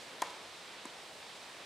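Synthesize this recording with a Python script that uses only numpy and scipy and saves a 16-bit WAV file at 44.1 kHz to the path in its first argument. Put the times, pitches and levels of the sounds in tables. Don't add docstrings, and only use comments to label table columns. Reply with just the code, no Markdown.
import sys
import numpy as np
from scipy import signal
from scipy.fft import rfft, irfft
from scipy.io import wavfile
from scipy.ndimage import uniform_filter1d

SR = 44100
rng = np.random.default_rng(int(sys.argv[2]) if len(sys.argv) > 2 else 0)


def inscribe(sig):
    pcm = np.round(np.clip(np.atleast_2d(sig).T, -1, 1) * 32767)
    wavfile.write(sys.argv[1], SR, pcm.astype(np.int16))


N = 72765
STRIKE_S, BOUNCE_S = 0.2184, 0.8541


def string_crack(t):
    # pitch_hz, level_db, fade_s
    bands = [(1540, -40, .02), (2320, -39, 0.04), (3550, -40.5, 0.03), (4430, -37, 0.017),
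             (5180, -41.5, 0.019), (7900, -40, 0.023), (9900, -34, 0.0067)]
    rise_s, hold_s = 0.0011, 0.0018
    crack = 0
    for hz, db, fade_s in bands:
        shape = np.clip(t / rise_s, 0, 1) * np.where(t < hold_s, 1, fade(t - hold_s, fade_s))
        burst = band(shape * rng.standard_normal(N), hz)
        crack += gain(db) * rms(shape) * burst / rms(burst)
    push_start_s, push_length_s = 0.001603, 0.00083
    push = np.sin(np.pi * np.clip((t - push_start_s) / push_length_s, 0, 1)) ** 2
    return cut_bass(dull(crack) + gain(-25.5) * push)


def struck_ball(t):
    t = t - 0.0031
    swell_s, leave_s = 0.0056, 0.0017
    level_db = np.interp(t, [0, swell_s, swell_s + leave_s], [-25, -19, -25.5])
    return cut_bass(gain(level_db) * ball_tones(t, on_strings=True))


def bounce(t):
    thud = cut_bass(-gain(-37) * ball_tones(t, on_strings=False))
    felt = dull(band(rng.standard_normal(N), hz=7250))
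    return thud + gain(-44) * fade(t - 0.0004, fade_s=0.014) * felt / rms(felt)


def ball_tones(t, on_strings):
    # pitch_hz, on_strings_db, on_court_db, fade_s
    tones = [(270, -41, 1, 0.023), (350, -30, -7, 0.039), (592, -17, -7, 0.027), (753, -10.5, -27, 0.054),
             (880, -8.5, -20, 0.068), (992, 1, 0, 0.033), (1223, -13.5, -11, 0.033),
             (1622, -12, -15, 0.038), (1853, -13.5, -21, 0.073), (2150, -17, -14, 0.031),
             (2780, -34, -26, 0.034)]
    ring = 0
    for k, (hz, strings_db, court_db, fade_s) in enumerate(tones):
        strength = (-1) ** k * gain(strings_db) if on_strings else gain(court_db)
        ring += strength * fade(t, fade_s) * np.sin(2 * np.pi * hz * t)
    return ring


def echoes(sound, t):
    # pitch_hz, level_db, fade_s
    scatter = [(400, -12, 1), (637, -10.5, 1), (960, -5.5, 0.63), (1770, -7, 0.67), (3740, -9, 1),
               (8000, -8.5, 0.47)]
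    # delay_s, level_db
    fence = [(0.05, -18), (0.085, -15.5)]
    tails = []
    for _ in range(2):
        tail = 0
        for hz, db, fade_s in scatter:
            noise = band(rng.standard_normal(N), hz)
            tail += gain(db) * fade(t - 0.008, fade_s) * noise / rms(noise) / np.sqrt(fade_s * SR / 2)
        tails.append(signal.fftconvolve(sound, tail)[:N])
    treble = band(sound, hz=6840)
    middle = tails[0] + sum(gain(db) * np.roll(treble, int(delay_s * SR)) for delay_s, db in fence)
    side = gain(-14) * tails[1]
    return np.array([middle + side, middle - side])


def leaves_and_town(level_db=-50):
    # pitch_hz, level_db
    tone = [(25, -35), (45, -14), (75, -13), (108, -11.5), (150, -7.5), (225, -5.5), (400, -1.5), (600, 0),
            (900, 0), (1400, -4), (1900, -3), (2900, -4.5), (3700, -4), (5000, -9), (6500, -14),
            (8200, -14), (10000, -19), (11500, -26), (13500, -29.5), (15500, -33)]
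    # pitch_hz, side_db
    width = [(60, -30), (250, -20), (600, -14.5), (1500, -7.5), (3000, -10), (7000, -7), (9900, -9.5),
             (10700, -64), (15500, -30)]
    # pitch_hz, left_over_right_db
    balance = [(200, 0.2), (700, 0), (1290, 1), (2380, -2), (4400, -3), (8120, -2), (12000, 0.5)]
    sway_db = -0.76 * wander(per_second=1.24)
    spectrum = rfft(rng.standard_normal((2, N)))
    octaves = np.clip(np.log2(pitches() / 30), 0, 9)
    noise = 0
    for octave in range(10):
        share = np.clip(1 - abs(octaves - octave), 0, 1)
        flicker_db = 0.96 * wander(per_second=9.23)
        noise += gain(sway_db + flicker_db) * irfft(spectrum * share, N)
    middle, side = colour(noise, tone)
    side = colour(side, width)
    ears = [colour(middle + sign * side, [(hz, sign * db / 2) for hz, db in balance])
            for sign in (1, -1)]
    return gain(level_db) / rms(middle) * np.array(ears)


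def cut_bass(x, below_hz=246):
    return signal.sosfilt(signal.butter(4, below_hz, "high", fs=SR, output="sos"), x)


def dull(x, above_hz=11250):
    return signal.sosfilt(signal.butter(4, above_hz, fs=SR, output="sos"), x)


def band(x, hz):
    edges_hz = [hz / np.sqrt(2), min(hz * np.sqrt(2), SR / 2.2)]
    return signal.sosfilt(signal.butter(2, edges_hz, "band", fs=SR, output="sos"), x)


def colour(x, curve):
    hz, db = np.array(curve, float).T
    return irfft(rfft(x) * gain(np.interp(np.log(pitches()), np.log(hz), db)), N)


def pitches():
    return np.maximum(np.arange(N // 2 + 1) * SR / N, 1)


def wander(per_second):
    hold = int(SR / per_second)
    steps = np.repeat(rng.standard_normal(N // hold + 1), hold)
    return uniform_filter1d(uniform_filter1d(steps, hold), hold)[:N]


def fade(t, fade_s):
    return (t >= 0) * 10 ** (-3 * np.maximum(t, 0) / fade_s)


def gain(db):
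    return 10 ** (np.asarray(db) / 20)


def rms(x):
    return np.sqrt(np.mean(x ** 2))


def scene():
    t = np.arange(N) / SR
    crack = string_crack(t - STRIKE_S)
    ring = struck_ball(t - STRIKE_S)
    hop = bounce(t - BOUNCE_S)
    returned = echoes(crack + gain(-14) * ring + gain(-16) * hop, t)
    slightly_left = gain([[0.75], [-0.75]])
    return (crack + ring) * slightly_left + hop + returned + leaves_and_town()


def record(dry, top_hz=15550):
    return signal.sosfilt(signal.ellip(10, 0.2, 70, top_hz, fs=SR, output="sos"), dry)


dry = scene()
out = record(dry)
inscribe(out)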